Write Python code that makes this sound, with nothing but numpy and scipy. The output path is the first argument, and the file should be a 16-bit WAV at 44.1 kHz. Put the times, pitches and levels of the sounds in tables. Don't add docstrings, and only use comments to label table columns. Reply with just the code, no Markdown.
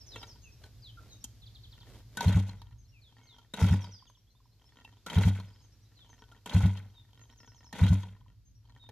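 import sys
import numpy as np
from scipy import signal
from scipy.fft import rfft, irfft
from scipy.io import wavfile

SR = 44100
rng = np.random.default_rng(int(sys.argv[2]) if len(sys.argv) > 2 else 0)


def store_pcm(level_fs):
    pcm = np.round(np.clip(level_fs, -1, 1) * 32767).astype(np.int16)
    wavfile.write(sys.argv[1], SR, np.atleast_2d(pcm).T)


N = 392931
TIME = np.arange(N) / SR

# [pawl catches t/s, pawl level/dB, slack knock level/dB, extra whirr under the boot's shove/dB,
# gear whirr level/dB, first gasp t/s, second gasp t/s, gasp level/dB]
KICK_PLAN = [(2.172, -21.5, -19, 3, -41, 2.2662, 2.3552, -1),
             (3.538, -27, -32, 0, -40, 3.6266, 3.7132, -.7),
             (5.064, -28.5, -28, -2, -39.5, 5.1688, 5.2584, -1),
             (6.460, -31, -29, -2, -40.5, 6.5519, 6.6406, -.3),
             (7.728, -32.5, -35, -3, -41, 7.8211, 7.9077, .7)]
# [f/Hz, level/dB]
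CASING_TONE = [(100, -8.5), (250, 13.5), (400, -8.5), (900, 11), (1200, -15.5), (2000, -11), (3500, -4),
               (5000, -13.5), (6500, -3.5), (9000, -23.5), (11000, -19), (14500, -30)]
SLACK_S = .036


def from_db(db):
    return 10 ** (np.asarray(db) / 20)


def rms_one(x):
    return x / np.sqrt(np.mean(x ** 2) + 1e-20)


def unit(impulse):
    return impulse / np.sqrt(np.sum(impulse ** 2, axis=-1, keepdims=True))


def in_time(rows):
    s, *columns = np.transpose(rows)
    return [np.interp(TIME, s, column) for column in columns]


def drift(per_s):
    steps = rng.standard_normal(20000)
    return np.interp(TIME * per_s, np.arange(len(steps)), steps)


def response(spectrum, size=4096):
    hz, db = np.transpose(spectrum)
    grid = np.maximum(np.arange(size // 2 + 1) * SR / size, 1)
    grid_db = np.interp(np.log(grid), np.log(hz), db)
    cepstrum = irfft(np.log(from_db(grid_db)))
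    cepstrum[1:size // 2] *= 2
    cepstrum[size // 2 + 1:] = 0
    return irfft(np.exp(rfft(cepstrum)))


def through(x, impulse):
    wet = signal.oaconvolve(np.atleast_2d(x), np.atleast_2d(impulse), axes=-1)
    return wet[:, :x.shape[-1]]


def low_pass(x, cutoff_hz):
    return signal.sosfilt(signal.butter(1, cutoff_hz, fs=SR, output="sos"), x)


def spread(pair):
    # [f/Hz, side minus mid level/dB]
    ear_width = [(30, -8), (70, -15), (200, -15), (400, -17), (1270, -18), (2330, -13), (4280, 0),
                 (8000, -1), (14500, 0)]
    side = through(pair[1], response(ear_width))
    return pair[0] + side * [[1], [-1]]


def grains(per_s, size_db):
    size = from_db(size_db * np.minimum(rng.exponential(1, N), 4))
    touching = rng.random(N) < per_s / SR
    return rms_one(touching * size * rng.standard_normal((2, N)))


def bike_body(spectrum, ring_db, vary_db=0, size=4096):
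    # [f/Hz, width/Hz, level/dB]
    metal_modes = [(434.5, 30, 2.5), (700, 414, -3), (935, 49, 9.5), (1377, 36, 2.5), (1502, 14, 0.5),
                   (1844, 68, 2.5), (2284, 27, -7.5), (2694, 38, -0.5), (3160, 79, 5.5), (3840, 46, 0.5),
                   (4130, 64, -4.5)]
    t = np.arange(size) / SR
    place_db = rng.standard_normal(len(metal_modes)) * vary_db
    ringing = 0
    for k, (hz, width, db) in enumerate(metal_modes):
        gain = (-1) ** k * from_db(db + place_db[k]) * width
        ringing = ringing + gain * np.exp(-np.pi * width * t) * np.cos(2 * np.pi * hz * t)
    return unit(unit(response(spectrum)) + from_db(ring_db) * unit(ringing))


def exhaust(repeat_s=0.12, repeat_db=-31):
    # [t/s from the gasp, signed air volume (relative), width/s]
    air_surges = [(-.0032, -0.41, 0.0021), (.0096, -0.29, 0.0015), (.017, .06, .001),
                  (0.0296, 0.038, 0.00089)]
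    # [f/Hz, signed gain, time to fall by 60 dB/s]
    silencer_modes = [(76.7, 0.48, 0.067), (97.68, 0.97, 0.38), (191.8, -1.44, 0.18), (227, -0.58, 0.098),
                      (281, -1.75, 0.15)]
    flow, boom = np.full(N, 1e-18), np.zeros(N)
    for *_, first, second, level_db in KICK_PLAN:
        for gasp in (first, second):
            near = slice(int((gasp - .05) * SR), int((gasp + .08) * SR))
            for delay, volume, width in air_surges:
                surge = np.exp(-.5 * ((TIME[near] - gasp - delay) / width) ** 2)
                flow[near] += from_db(level_db) * volume * surge / surge.sum()
    for hz, gain, t60 in silencer_modes:
        r = np.exp(-np.log(1000) / (t60 * SR))
        w = 2 * np.pi * hz / SR
        boom += gain * signal.lfilter([0, np.sin(w)], [1, -2 * r * np.cos(w), r * r], flow)
    faint_repeat = from_db(repeat_db) * np.interp(TIME - repeat_s, TIME, boom)
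    return boom + faint_repeat


def gears(churn_db=2.0):
    # [low f/Hz, high f/Hz, level/dB, contacts per s]
    whirr_bands = [(150, 1120, 1, 500), (1180, 2180, 1, 500), (2680, 4660, -2.5, 1200),
                   (4660, 13000, 1.5, 5000)]
    # [f/Hz, level/dB]
    gearbox_tone = [(100, 6), (200, 14), (350, -6.5), (450, 0.5), (700, -1.5), (900, 4), (1180, -11),
                    (1480, 2), (1650, -12), (1950, -0.5), (3200, -5), (5000, -20), (6500, -16.5),
                    (9000, -26.5), (11000, -23), (14500, -29)]
    load = whirr_level() * from_db(churn_db * np.tanh(drift(70)))
    force = 0
    for low_hz, high_hz, band_db, per_s in whirr_bands:
        churn = from_db(band_db + 6 * np.tanh(drift(150)))
        hiss = from_db(-7) * rng.standard_normal((2, N))
        teeth = grains(per_s=per_s, size_db=0.0) + hiss
        band = signal.butter(2, [low_hz, high_hz], "band", fs=SR, output="sos")
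        force = force + signal.sosfilt(band, load * churn * teeth)
    return through(spread(force), bike_body(gearbox_tone, ring_db=-13))


def whirr_level():
    loose_db, slowing_db, coast_db = -7.5, -3, -13
    spin_up_s, overrun_s, run_down_s, coast_s = 0.022, 0.031, 0.052, 0.048
    stop_db_per_s = 157
    level = 0
    for pawl, _, _, shove_db, whirr_db, first, second, _ in KICK_PLAN:
        taut, released = pawl + SLACK_S, second + overrun_s
        coasting = released + run_down_s
        moments = [taut, taut + spin_up_s, first, released, coasting]
        db = np.interp(TIME, moments, [loose_db, shove_db, 0, slowing_db, coast_db])
        stopping_db = stop_db_per_s * np.clip(TIME - coasting - coast_s, 0, 1)
        level = level + (TIME > pawl) * from_db(whirr_db + db - stopping_db)
    return level + 1e-18


def knocks(bounce_s=0.0037, clack_s=0.0047, rise_s=.0018):
    # [f/Hz, level/dB]
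    steel_tone = [(2000, -62), (4500, -7), (6500, 9), (9000, -2), (11500, -2), (14500, -9.5)]
    out = np.zeros((2, N + SR))
    t = TIME[:SR // 8]
    rise = 1 - np.exp(-t / rise_s)
    steel = unit(response(steel_tone))
    for s, level_db, treble_db in blows():
        chatter = spread(rise * rng.standard_normal((2, len(t))))
        body = bike_body(CASING_TONE, ring_db=3.0, vary_db=9.5)
        thud = from_db(level_db) * through(chatter * np.exp(-t / bounce_s), body)
        clack = from_db(level_db + treble_db) * through(chatter * np.exp(-t / clack_s), steel)
        at = int((s - rise_s) * SR)
        out[:, at:at + len(t)] += thud + clack
    return out[:, :N]


def blows(pawl_treble_db=-9, slack_treble_db=-20):
    # [t/s, level/dB, relative treble level/dB]
    lone_knocks = [(.16, -33.5, -25), (.23, -33.5, -15.5), (.639, -42, -20), (1.242, -34.5, 3),
                   (2.618, -41.5, -15), (3.385, -45.5, -18), (4.099, -49.5, -12), (4.848, -40, -15),
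                   (6.321, -46, -12.5), (6.784, -44, -22), (8.891, -38, -18)]
    # [t/s from the first gasp, scatter/s, level above the whirr/dB, relative treble level/dB]
    stroke_knocks = [(-.012, .004, 8, -28), (.016, .001, 12, -13), (.058, .006, 10, -16),
                     (.109, .005, 7, -11), (.22, .014, 2, -23)]
    rows = list(lone_knocks)
    for pawl, pawl_db, slack_db, _, whirr_db, first, _, _ in KICK_PLAN:
        rows.append((pawl, pawl_db, pawl_treble_db))
        rows.append((pawl + SLACK_S, slack_db, slack_treble_db))
        for delay, scatter, db, treble_db in stroke_knocks:
            s = first + delay + scatter * rng.uniform(-1, 1)
            rows.append((s, whirr_db + db, treble_db))
    return rows


def tocks(ring_hz=1000, ring_s=0.0045):
    # [t/s, count, spacing/s, first level/dB, loss per tock/dB]
    tock_runs = [(4.024, 3, 0.074, -47, 7.5), (4.35, 3, 0.053, -61.5, -2.5), (8.164, 3, .049, -54, -0.5)]
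    t = TIME[:SR // 20]
    envelope = (1 - np.exp(-t / 0.001)) * np.exp(-t / ring_s)
    out = np.zeros(N)
    for s, count, spacing, first_db, loss_db in tock_runs:
        for k in range(round(count)):
            hz = ring_hz * (1 + 0.044 * rng.standard_normal())
            at = int((s + k * spacing) * SR)
            out[at:at + len(t)] += from_db(first_db - k * loss_db) * envelope * np.sin(2 * np.pi * hz * t)
    return out


def ratchet(dull_hz=3200):
    level = lever_motion()
    ticks = 0
    for _ in range(8):
        contacts = spread(level * grains(per_s=13, size_db=.5))
        ticks = ticks + through(contacts, bike_body(CASING_TONE, ring_db=2.0, vary_db=6.5))
    return low_pass(ticks, dull_hz)


def lever_motion(fade_s=0.076):
    # [t/s, length/s, level/dB]
    lever_easings = [(.1, 0.3, -68.5), (1.7, 0.36, -73.5), (3.06, 0.44, -77.5), (4.58, 0.43, -73.5),
                     (5.9, 0.523, -73), (7.06, 0.68, -74), (8.62, .4, -74.5)]
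    settle_after_s, settle_s, settle_db = .25, 0.28, -79.5
    moves = list(lever_easings)
    moves += [(first + settle_after_s, settle_s, settle_db) for *_, first, _, _ in KICK_PLAN]
    level = 0
    for s, length, db in moves:
        to_nearest_end = np.minimum(TIME - s, s + length - TIME)
        level = level + from_db(db) * np.clip(to_nearest_end / fade_s, 0, 1)
    return level


def rustle(easing_boot_db=-7):
    # [t/s, length/s, level/dB]
    shifts = [(0.028, .31, -63), (0.583, 0.13, -64), (0.945, 0.26, -65), (1.84, 0.19, -60.5),
              (2.09, 0.37, -55.5)]
    # [f/Hz, level/dB]
    cloth_tone = [(150, 5.5), (320, 9), (550, 7), (1200, -4), (1900, -4.5), (4000, -7.5), (12000, -18)]
    swell = from_db(easing_boot_db) * lever_motion()
    for s, length, db in shifts:
        swell = swell + from_db(db) * np.sin(np.pi * np.clip((TIME - s) / length, 0, 1))
    force = swell * from_db(4 * np.tanh(drift(40))) * grains(per_s=2700, size_db=-1.5)
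    return through(spread(force), unit(response(cloth_tone)))


def birds(bend=1.4):
    out = np.zeros((2, N + SR))
    for s, length, start_hz, end_hz, level_db in syllables():
        u = np.linspace(0, 1, int(length * SR))
        warble = 1 + .015 * np.interp(u, np.linspace(0, 1, 12), rng.standard_normal(12))
        glide = np.expm1(-bend * u) / np.expm1(-bend)
        hz = warble * (start_hz + (end_hz - start_hz) * glide)
        ear_phase = rng.normal(0, 1, (2, 1)) * start_hz / 5000
        phase = 2 * np.pi * np.cumsum(hz) / SR + ear_phase
        swell = np.sqrt(2 * np.abs(np.sin(np.pi * u)))
        at = int(s * SR)
        out[:, at:at + len(u)] += from_db(level_db) * swell * np.sin(phase)
    each_ear_db = 5 * np.tanh([drift(300), drift(300)])
    both_ears_db = 2.5 * np.tanh(drift(90))
    return out[:, :N] * from_db(each_ear_db + both_ears_db)


def syllables(scatter_octaves=0.47, scatter_db=3):
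    # [t/s, length/s, start f/Hz, end f/Hz, level/dB]
    slurs = [(0, 0.033, 5900, 5000, -57), (.11, 0.072, 4470, 3020, -53.5), (.436, 0.065, 2910, 2490, -60),
             (.82, 0.092, 5130, 2960, -56), (.972, 0.027, 1404, 1380, -52),
             (1.09, 0.072, 4520, 3580, -60.5), (1.416, 0.036, 4400, 3200, -62.5),
             (2.92, 0.091, 2910, 2370, -67), (3.01, 0.098, 4570, 3150, -67),
             (3.15, 0.22, 2330, 2060, -77.5), (3.268, 0.09, 4610, 3150, -61),
             (3.96, 0.065, 4920, 4510, -65), (4.651, 0.032, 5000, 5450, -68.5),
             (5.954, 0.12, 4701, 2910, -63.5), (6.942, .09, 3770, 3590, -64.5),
             (8.794, 0.097, 3780, 3620, -61)]
    # [t/s, count, spacing/s, note length/s, start f/Hz, end f/Hz, level/dB]
    note_runs = [(.063, 3, .103, .068, 6700, 4600, -57), (1.462, 5, .085, .028, 4900, 3050, -58),
                 (3.593, 4, .106, .062, 6350, 4650, -57), (3.985, 3, .08, .022, 4000, 2900, -68),
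                 (5.47, 3, .06, .03, 4400, 5500, -71), (7.37, 4, .088, .055, 7100, 5000, -63)]
    # [t/s, level/dB]
    calls = [(0.419, -65), (1.105, -65.5), (2.78, -71.5), (3.23, -74), (4.07, -73.5), (5.617, -71),
             (6.086, -68.5), (7.208, -67.5), (8.45, -73)]
    # [t/s into the call, length/s, start f/Hz, end f/Hz, relative level/dB]
    call_notes = [(0, 0.044, 6630, 6160, 3.5), (0.099, 0.035, 5360, 5750, -1)]
    twitters_per_s, twitter_s, twitter_hz, twitter_rise, twitter_db = 7.7, 0.033, 4240, 1.1, -78
    notes = list(slurs)
    for s, count, spacing, length, start_hz, end_hz, db in note_runs:
        notes += [(s + k * spacing, length, start_hz, end_hz, db) for k in range(round(count))]
    for s, db in calls:
        for delay, length, start_hz, end_hz, note_db in call_notes:
            notes.append((s + delay, length, start_hz, end_hz, db + note_db))
    twitter_count = round(twitters_per_s * N / SR)
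    for when, pitch, strength in rng.uniform(-1, 1, (twitter_count, 3)):
        hz = twitter_hz * 2 ** (scatter_octaves * pitch)
        db = twitter_db + scatter_db * strength
        notes.append((abs(when) * N / SR, twitter_s, hz, hz * twitter_rise, db))
    return notes


def garden():
    # [t/s, rumble level/dB, air level/dB, leaf hiss level/dB]
    garden_levels = [(0, -54, -67.5, -76.5), (2.1, -53.5, -69, -77), (2.75, -53, -77, -83.5),
                     (3.1, -62.5, -73, -83), (4.3, -64.5, -77.5, -83.5), (5.2, -60, -70.5, -82.5),
                     (7.3, -61.5, -75, -81.5), (8.4, -57.5, -80, -86.5)]
    # [f/Hz, level/dB]
    rumble_tone = [(12, -70), (20, -23), (43, -3), (59, 6.5), (80, -8.5), (107, 6.5), (123, 0.5),
                   (141, -13.5), (190, -17), (303, -25), (350, -44), (460, -46), (770, -120)]
    # [f/Hz, level/dB]
    air_tone = [(150, -3.5), (300, -4.5), (600, -11.5), (1200, -16.5), (2400, -17), (5000, -15),
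                (7000, -19.5), (9000, -30.5)]
    # [f/Hz, level/dB]
    leaf_tone = [(1500, -20), (4000, 6), (7000, -6.5), (9000, -7.5), (12000, 4), (14500, -2.5)]
    out = 0
    for spectrum, db in zip([rumble_tone, air_tone, leaf_tone], in_time(garden_levels)):
        noise = spread(rng.standard_normal((2, N)))
        out = out + from_db(db) * through(noise, unit(response(spectrum)))
    return out


def hedges(x, t60, wet_db, dull_hz, delay_s):
    t = TIME[:SR]
    build_up = 1 - np.exp(-(t / delay_s) ** 2)
    tail = rng.standard_normal((2, SR)) * from_db(-60 * t / t60) * build_up
    tail = low_pass(unit(spread(tail)), dull_hz)
    return x + from_db(wet_db) * through(x, tail)


def scene():
    boom = hedges(exhaust(), t60=0.67, wet_db=-22.0, dull_hz=1970, delay_s=0.0043)
    bike = gears() + knocks() + tocks() + ratchet() + rustle()
    metal = hedges(bike, t60=.45, wet_db=-16, dull_hz=5000, delay_s=.01)
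    song = hedges(birds(), t60=.3, wet_db=-5, dull_hz=12000, delay_s=.012)
    left, right = (boom + metal) * from_db([[.2], [-.2]])
    right_later = np.r_[0, right[:-1]]
    return np.array([left, right_later]) + song + garden()


def record(dry):
    return signal.sosfilt(signal.ellip(12, .2, 80, 14450, fs=SR, output="sos"), dry)


dry = scene()
out = record(dry)
store_pcm(out)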